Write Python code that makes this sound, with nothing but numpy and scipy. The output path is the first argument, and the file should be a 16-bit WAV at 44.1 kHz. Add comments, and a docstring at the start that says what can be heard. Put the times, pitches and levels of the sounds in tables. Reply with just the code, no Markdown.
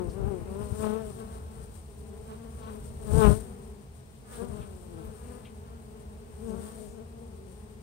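"""Honeybees at the hive entrance

A stereo camera rests on the landing board, in a crowd humming at about 215 wingbeats a second.
Single bees swell past the left microphone port, their wings fanning it with puffs of air and a
pulsing hiss. Legs scuff the wood; a far rumble lies below."""
import sys
import numpy as np
from scipy.fft import rfft, irfft, next_fast_len
from scipy.io import wavfile
from scipy.ndimage import uniform_filter1d, map_coordinates

SR = 44100
rng = np.random.default_rng(int(sys.argv[2]) if len(sys.argv) > 2 else 0)


def dump(signal):
    """Clip the signal to [-1, 1] and save it as 16-bit WAV at the path in sys.argv[1]."""
    limited = np.clip(np.atleast_2d(signal).T, -1, 1)
    pcm = np.round(limited * 32767).astype(np.int16)
    wavfile.write(sys.argv[1], SR, pcm)


N = 344862
T = np.arange(N) / SR
PORT_LAG_S = .0005  # travel time from one microphone port to the other


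def near_bees(brighten_db_per_db=0.19, bank_db=0.53, bank_rate=13.76):
    """Single flights close to the left port; returns their stereo buzz and their wing strokes."""
    # six flight paths: (time [s], wingbeat [Hz], level [dB])
    leaving = [(0.0, 184.1, -34), (0.118, 162.3, -50), (0.158, 195.8, -42), (0.204, 201, -37),
               (0.242, 189.6, -39), (0.29, 206.3, -38), (0.356, 180.8, -39), (0.422, 170.1, -48),
               (0.45, 170, -55)]
    first_pass = [(.46, 188, -48.5), (.53, 191.1, -43.5), (.62, 207.7, -41.5), (.71, 202, -46.5),
                  (.775, 215.1, -45), (.84, 214.2, -31), (.92, 213.4, -35), (.995, 224.4, -41),
                  (1.11, 208, -46.5)]
    close_pass = [(3.0, 223.6, -53.5), (3.11, 208.2, -38.5), (3.186, 224, -32.5), (3.225, 214.8, -23),
                  (3.278, 204.2, -24.5), (3.305, 209.3, -29.5), (3.33, 207.3, -31), (3.36, 218, -44.5),
                  (3.44, 217.9, -59)]
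    darting = [(4.3, 245, -63), (4.35, 230, -56), (4.405, 226, -41), (4.445, 243, -45.5),
               (4.49, 236.4, -52.5), (4.52, 220, -49)]
    landing = [(4.42, 195.2, -41), (4.49, 198.2, -53.5), (4.53, 206.4, -45.5), (4.64, 206, -53.5),
               (4.75, 185, -56.5), (4.89, 176.1, -55), (4.99, 162.3, -46), (5.07, 162, -62)]
    last_pass = [(6.38, 215.4, -59), (6.445, 226.7, -50.5), (6.52, 218.8, -42), (6.595, 230.1, -47),
                 (6.66, 210, -52), (6.72, 228, -67)]
    # each bee's voice: (flight, gain [dB], brightness [dB], jitter [share], rasp [dB], odd lift [dB])
    bees = [(leaving, 4.5, -5, 0.0096, -19, -4.5), (first_pass, 3.5, 0, 0.0076, -12, 0.73),
            (close_pass, 4.6, .5, 0.0044, -15.5, -1.9), (darting, 3.8, -1.4, 0.017, -20, 2.2),
            (landing, 3, 0, 0.016, -13.5, 2.2), (last_pass, 2.7, -4.2, 0.022, -14, 7.6)]
    # what reaches the right port: (frequency [Hz], gain [dB])
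    far_port = [(200, -26), (450, -39), (800, -16.5), (1500, -11.5), (4000, -14)]
    left, sideways, strokes = np.zeros((3, N))
    for flight, gain_db, bright_db, jitter, rasp_db, odd_db in bees:
        at, gate = stretch(flight[0][0], flight[-1][0], fade_s=.02)
        pitch_hz, level_db = curves(flight, T[at])
        phase = wingbeat(pitch_hz, jitter)
        strength = gate * amp(level_db + gain_db + 1.3 * wobble(110.7, len(at)))
        # the upper harmonics grow as the bee comes nearer and flare as it banks
        upper_db = bright_db + brighten_db_per_db * (level_db - level_db.max())
        upper_db += bank_db * wobble(bank_rate, len(at))
        # the wings radiate a different mix of harmonics in each direction
        left[at] += strength * buzz(phase, upper_db, rasp_db, odd_db, turning_db=2.5, smear=0.043)
        sideways[at] += strength * buzz(phase, upper_db, rasp_db, odd_db, turning_db=4.5, smear=0.34)
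        strokes[at] += gate * stroke_force(phase)
    # the right port hears them later; the low harmonics are near field and fade most on the way
    crossing = lambda hz: amp(along(far_port, hz)) * np.exp(-2j * np.pi * hz * PORT_LAG_S)
    right = filtered(0.71 * left + 0.97 * sideways, crossing)
    return np.array([left, right]), strokes


def wingbeat(pitch_hz, jitter):
    """Phase of the stroke; no two beats last quite as long."""
    return 2 * np.pi * np.cumsum(pitch_hz * (1 + jitter * wobble(70, len(pitch_hz)))) / SR


def stroke_force(phase):
    """Two pushes of air a beat, the down-stroke the stronger."""
    return 0.56 * np.cos(2 * phase) + 0.56 * np.cos(phase)


def buzz(phase, bright_db, rasp_db, odd_db, turning_db, smear):
    """Wingbeat harmonics that shift as the bee turns, plus the rasp of air torn at each stroke."""
    # a wingbeat heard close up: (harmonic [number], level [dB])
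    harmonics = [(1, -1.5), (2, 0.5), (3, -9), (4, -13), (5, -12.5), (6, -17.5), (7, -21.5), (8, -27.5),
                 (9, -36), (14, -38.5)]
    # spectrum of the torn air: (frequency [Hz], level [dB])
    rasp_colour = [(250, -12), (600, 6.5), (1300, 1), (2000, -12.5), (2900, -7.5), (4500, -17), (8000, -22)]
    size = len(phase)
    tone = np.zeros(size)
    for k in range(1, 15):
        upper = np.clip((k - 3) / 2, 0, 1)
        odd = k % 2 / k  # unequal up- and down-strokes feed the odd harmonics, the lowest most
        level_db = along(harmonics, k) + bright_db * upper + odd_db * odd
        level_db += turning_db * wobble(15.38, size)
        drift = rng.uniform(0, 2 * np.pi) + smear * k * wobble(55.9, size)
        tone += np.sqrt(2) * amp(level_db) * np.sin(k * phase + drift)
    torn_air = rng.standard_normal(size) * np.exp(0.84 * stroke_force(phase))
    m = next_fast_len(size)
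    response = amp(along(rasp_colour, np.fft.rfftfreq(m, 1 / SR)))
    rasp = unit(irfft(rfft(torn_air, m) * response, m)[:size])
    return tone + amp(rasp_db + bright_db) * rasp


def flybys():
    """Bees crossing the entrance: level follows distance and the pitch glides."""
    # (time [s], wingbeat [Hz], glide [share], level [dB], half length [s],
    #  right port gain [dB], brightness [dB])
    crossings = [(1.21, 220, 0.0057, -43, 0.029, -10, 3.5), (1.321, 220, -0.0087, -49.5, .12, -7, 6.5),
                 (1.604, 222.6, 0.0085, -62.5, 0.087, -5, 16), (2.159, 220.6, 0.0074, -50, 0.13, -10, -8),
                 (2.321, 215.7, -.026, -50.5, 0.036, 5.5, 6), (2.45, 226, -0.018, -50.5, .06, -17, 4),
                 (2.683, 220.4, -0.035, -45.5, 0.068, -9, 8.5), (2.751, 214.6, -0.0103, -48, .04, -11, -8),
                 (2.88, 208, -.02, -50, .06, -26, -16), (3.513, 244.5, -0.037, -52, 0.091, -6.5, 0),
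                 (4.35, 238, -.029, -66, 0.049, 11, 17), (4.6, 212.8, .021, -50, .08, -5, 9),
                 (5.044, 216.1, -0.011, -49.5, 0.1, -6, 5), (5.33, 245, 0.0062, -49.5, .11, -9.5, 5),
                 (5.7, 227.5, .01, -58, .09, -4, 8), (6.098, 206.4, -.02, -56, .12, -3, -1),
                 (6.54, 192, -.015, -41.5, 0.044, -10, -5), (6.678, 227, -0.021, -65.5, .054, 9, 14),
                 (6.821, 214.2, -.05, -44, .06, -17, -25), (6.997, 222.3, -0.024, -44.5, .035, -16, -2),
                 (7.222, 229.8, -0.011, -51.5, 0.11, -6.5, -21),
                 (7.45, 192.1, -0.038, -52.5, 0.094, -6, -14)]
    out = np.zeros((2, N))
    for s, pitch_hz, glide, level_db, half_s, right_db, bright_db in crossings:
        at, gate = stretch(s - 2 * half_s, s + 2 * half_s, fade_s=.08)
        position = (T[at] - s) / half_s
        phase = wingbeat(pitch_hz * (1 + glide * np.tanh(position)), jitter=0.0202)
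        voice = buzz(phase, bright_db - 3, rasp_db=-10, odd_db=2.5, turning_db=1.5, smear=0.24)
        left = gate * amp(level_db) / (1 + position ** 2) * voice
        right = amp(right_db) * np.interp(T[at] - PORT_LAG_S, T[at], left)
        out[:, at] += [left, right]
    return out


def swish(strokes, depth=0.48, flutter_db=2.1, flutter_rate=25):
    """Each wing stroke sheds hiss, which rings in the port near 9 kHz and swells as a bee nears."""
    # wings tearing the air beside the port: (closest at [s], level [dB], approach [s], retreat [s])
    passes = [(.65, -57.5, 0.07, .04), (.825, -50, 0.091, 0.062), (1.1, -57.5, 0.079, 0.11),
              (1.2, -57.5, 0.018, 0.015), (1.35, -63, .04, 0.033), (1.76, -58.5, .02, 0.025),
              (2.59, -61, .04, 0.047), (2.72, -62, .02, 0.044), (2.855, -56.5, .025, 0.034),
              (3.195, -42, 0.066, 0.067), (3.3, -44, 0.048, 0.066), (3.965, -64, 0.016, .025),
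              (4.335, -53, 0.035, 0.11), (4.54, -62, 0.065, 0.21), (5.27, -62, 0.3, 0.19),
              (6.5, -60.5, 0.12, 0.039), (6.64, -54.5, 0.058, 0.092), (6.82, -57.5, 0.099, 0.078),
              (7.52, -63, .04, 0.036)]
    # hiss of the wings further off: (time [s], level [dB])
    far_levels = [(0, -63), (2.6, -65), (3.9, -69.5), (4.7, -66.5), (5.8, -68.5), (7.8, -68)]
    # the hiss at the port: (frequency [Hz], level [dB])
    hiss_colour = [(150, 9), (500, 1.5), (1300, -5), (2200, -11.5), (4000, -10.5), (7000, -10.5),
                   (8000, -1), (8900, 5.5), (9600, -1.5), (10500, -22), (12000, -11.5), (15500, -12.5)]
    pulses = np.exp(depth * strokes + 0.16 * wobble(400))
    pulses /= np.sqrt(uniform_filter1d(pulses ** 2, SR // 20))  # even power over 50 ms
    hiss = coloured(rng.standard_normal((2, N)) * pulses, hiss_colour)
    far = amp(curves(far_levels)[0] + flutter_db * wobble(flutter_rate))
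    near_power = sum((amp(level_db) * nearness(s, approach_s, retreat_s)) ** 2
                     for s, level_db, approach_s, retreat_s in passes)
    return hiss * np.sqrt(far ** 2 + near_power) * amp([[8.5], [-7.5]])


def nearness(s, approach_s, retreat_s):
    """Near-field gain of a bee closest at time s; it halves approach_s before and retreat_s after."""
    position = (T - s) / np.where(T < s, approach_s, retreat_s)
    return 1 / (1 + position ** 2)


def downwash(wake_db=-19, wake_lengths=3.56):
    """Air fanned by a close bee buffets the left port in short puffs, each inside a weaker wake."""
    # puffs of wing wind: (time [s], level [dB], half length [s])
    puffs = [(.005, -39, 0.015), (0.083, -33.5, 0.013), (0.247, -32, 0.053), (0.411, -38.5, .017),
             (0.63, -39.5, 0.025), (0.725, -33.5, 0.0085), (0.84, -37, 0.031), (1.6, -50, .04),
             (3.167, -21, 0.031), (3.294, -18, .025), (4.507, -40, 0.017), (4.597, -43, 0.041),
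             (5.095, -40.5, 0.022), (6.563, -47.5, 0.039), (6.875, -54, 0.041)]
    # wind on the microphone: (frequency [Hz], level [dB])
    puff_colour = [(24, -58), (36, -2), (50, 2), (90, 0), (160, -7.5), (300, -19), (600, -25), (1500, -43),
                   (4000, -97)]
    bell = lambda s, half_s: np.exp(-.5 * ((T - s) / half_s) ** 2)
    strength = sum(amp(level_db) * (bell(s, half_s) + amp(wake_db) * bell(s, wake_lengths * half_s))
                   for s, level_db, half_s in puffs)
    eddies = coloured(rng.standard_normal((2, N)), puff_colour)
    return eddies * strength * amp([[5], [-20]])


def crowd(count=12, pitch_hz=215, spread=.075, wander=.036, swell_db=4):
    """Bees further off, each with its own wandering pitch and distance."""
    # a wingbeat at a distance: (harmonic [number], level [dB])
    harmonics = [(1, 4), (2, 3.5), (3, -13.5), (4, -8.5), (5, -10.5), (6, -17), (7, -19), (9, -23),
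                 (14, -25.5), (20, -46.5)]
    # rise and fall of the whole hum: (time [s], level [dB])
    hum_levels = [(0, -46), (.9, -48), (1.9, -52), (2.7, -51), (3.4, -47.5), (4.15, -56.5), (4.5, -47),
                  (4.8, -55), (5.3, -49.5), (5.7, -53.5), (6.7, -51.5), (7.8, -54)]
    out, k = np.zeros((2, N)), np.arange(1, 25)
    for offset in np.linspace(-1, 1, count):
        phase = wingbeat(pitch_hz * (1 + spread * offset + wander * wobble(4)), jitter=0.014)
        # most fly on the open left side, so the right port hears them later
        lag_s = PORT_LAG_S * np.cos(rng.uniform(0, 1.5))
        port_phase = np.outer([0, -2 * np.pi], k) * pitch_hz * lag_s
        gains = amp(along(harmonics, k) + rng.normal(0, 0.29, len(k)))
        partials = gains * np.exp(1j * (rng.uniform(0, 2 * np.pi, len(k)) + port_phase))
        cycle = irfft(np.pad(partials, ((0, 0), (1, 0))), 8192)  # one wingbeat at each port
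        index = (phase / (2 * np.pi) % 1 * cycle.shape[1]).astype(int)
        out += cycle[:, index] * amp(swell_db * wobble(2.5) + 2.05 * wobble(12))
    return unit(out) * amp(curves(hum_levels)[0]) * amp([[2], [-2.5]])


def scuffs(width_octaves=0.35):
    """Brief dry scratches of legs and wings on the painted wood."""
    # brushes against the hive: (time [s], level [dB], centre [Hz], length [s])
    brushes = [(0.103, -63, 5130, .031), (2.633, -63.5, 3540, 0.039), (2.755, -64, 12000, .012),
               (3.714, -70, 9000, .012), (4.348, -63, 3330, 0.048), (4.62, -61, 2870, 0.023),
               (5.05, -63, 13300, 0.021), (5.144, -68, 11040, .013), (5.274, -69.5, 2520, 0.091),
               (5.459, -57, 2740, 0.027), (6.488, -63, 6500, 0.037), (6.659, -69, 12000, .099),
               (6.886, -65.5, 7550, 0.069)]
    out = np.zeros(N + SR)
    t = np.arange(SR // 2) / SR
    hz = np.fft.rfftfreq(len(t), 1 / SR)
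    for s, level_db, centre_hz, length_s in brushes:
        band = np.exp(-.5 * (np.log2((hz + 1) / centre_hz) / width_octaves) ** 2)
        scratch = unit(irfft(rfft(rng.standard_normal(len(t))) * band, len(t)))
        age = 2 * t / length_s
        start = max(0, round((s - length_s / 2) * SR))
        out[start:start + len(t)] += amp(level_db) * scratch * age * np.exp(1 - age)
    return out[:N] * amp([[2], [-5]])


def outdoors():
    """A far rumble and the faint hiss of open air."""
    # spectra of the rumble and the air: (frequency [Hz], level [dB])
    rumble_colour = [(20, -51), (35, -17), (48, -6), (61, -5), (77, 1), (100, -14), (130, -9), (165, -16.5),
                     (300, -26.5), (700, -28.5), (2000, -52.5)]
    air_colour = [(200, 15), (800, 6), (2000, -1), (4000, -3.5), (7000, -6.5), (8800, -3.5), (10500, -19),
                  (12000, -16), (15500, -9.5)]
    # slow swells of the rumble: (time [s], level [dB])
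    rumble_levels = [(0, -43.5), (1.4, -42.5), (1.9, -46.5), (2.3, -45.5), (2.8, -42.5), (3.5, -44),
                     (3.95, -49), (4.6, -46.5), (6.5, -46), (7.4, -48)]
    rumble = ambient(rumble_colour) * amp(curves(rumble_levels)[0])
    return rumble + ambient(air_colour) * amp([[-58], [-62]])


def ambient(spectrum):
    """Diffuse noise at the two ports: alike in the bass, unrelated in the treble."""
    # left-right likeness: (frequency [Hz], correlation [-1 to 1])
    likeness = [(60, 0.94), (130, 0.86), (300, 0.23), (700, 0.21), (1400, -0.55), (3000, -0.022)]
    angle = lambda hz: np.arccos(np.clip(along(likeness, hz), -1, 1)) / 2
    response = lambda hz: amp(along(spectrum, hz)) * [np.cos(angle(hz)), np.sin(angle(hz))]
    mid, side = filtered(rng.standard_normal((2, N)), response)
    return unit(np.array([mid + side, mid - side]))


def amp(db):
    """Decibels to gain."""
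    return 10 ** (np.asarray(db) / 20)


def unit(x):
    """Scale to rms 1."""
    return x / np.sqrt(np.mean(x ** 2) + 1e-20)


def along(points, hz):
    """Read (frequency, value) points on a log axis."""
    frequencies, values = np.transpose(points)
    return np.interp(np.log(hz + 1e-3), np.log(frequencies), values)


def curves(rows, t=T):
    """Each column after the time, at the times t."""
    times, *columns = np.transpose(rows)
    return [np.interp(t, times, column) for column in columns]


def stretch(start_s, end_s, fade_s):
    """The samples of a time span with a fade outside each end, and the gate over them."""
    gate = np.clip(np.minimum(T - start_s, end_s - T) / fade_s + 1, 0, 1)
    return np.flatnonzero(gate), gate[gate > 0] ** 2


def wobble(rate, size=N):
    """A smooth random curve, rate knots a second."""
    coarse = np.arange(0, size + 32, 32)
    knots = rng.standard_normal(int(size * rate / SR) + 4)
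    smooth = map_coordinates(knots, [coarse * rate / SR], mode="mirror")
    return np.interp(np.arange(size), coarse, smooth)


def filtered(x, response):
    """x through a frequency response."""
    m = next_fast_len(N + SR // 4)
    return irfft(rfft(x, m) * response(np.fft.rfftfreq(m, 1 / SR)), m)[..., :N]


def coloured(x, spectrum):
    """x shaped by a spectrum, at rms 1."""
    return unit(filtered(x, lambda hz: amp(along(spectrum, hz))))


def scene():
    """All the bees over the outdoor background, heard from the landing board."""
    hum, strokes = near_bees()
    return hum + flybys() + crowd() + swish(strokes) + downwash() + scuffs() + outdoors()


def record(dry, low_cut_hz=42, top_hz=15760):
    """The camera cuts the deep bass and keeps nothing above its band limit."""
    return filtered(dry, lambda hz: (hz < top_hz) * np.sqrt(1 - 1 / (1 + (hz / low_cut_hz) ** 10)))


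dry = scene()
out = record(dry)
dump(out)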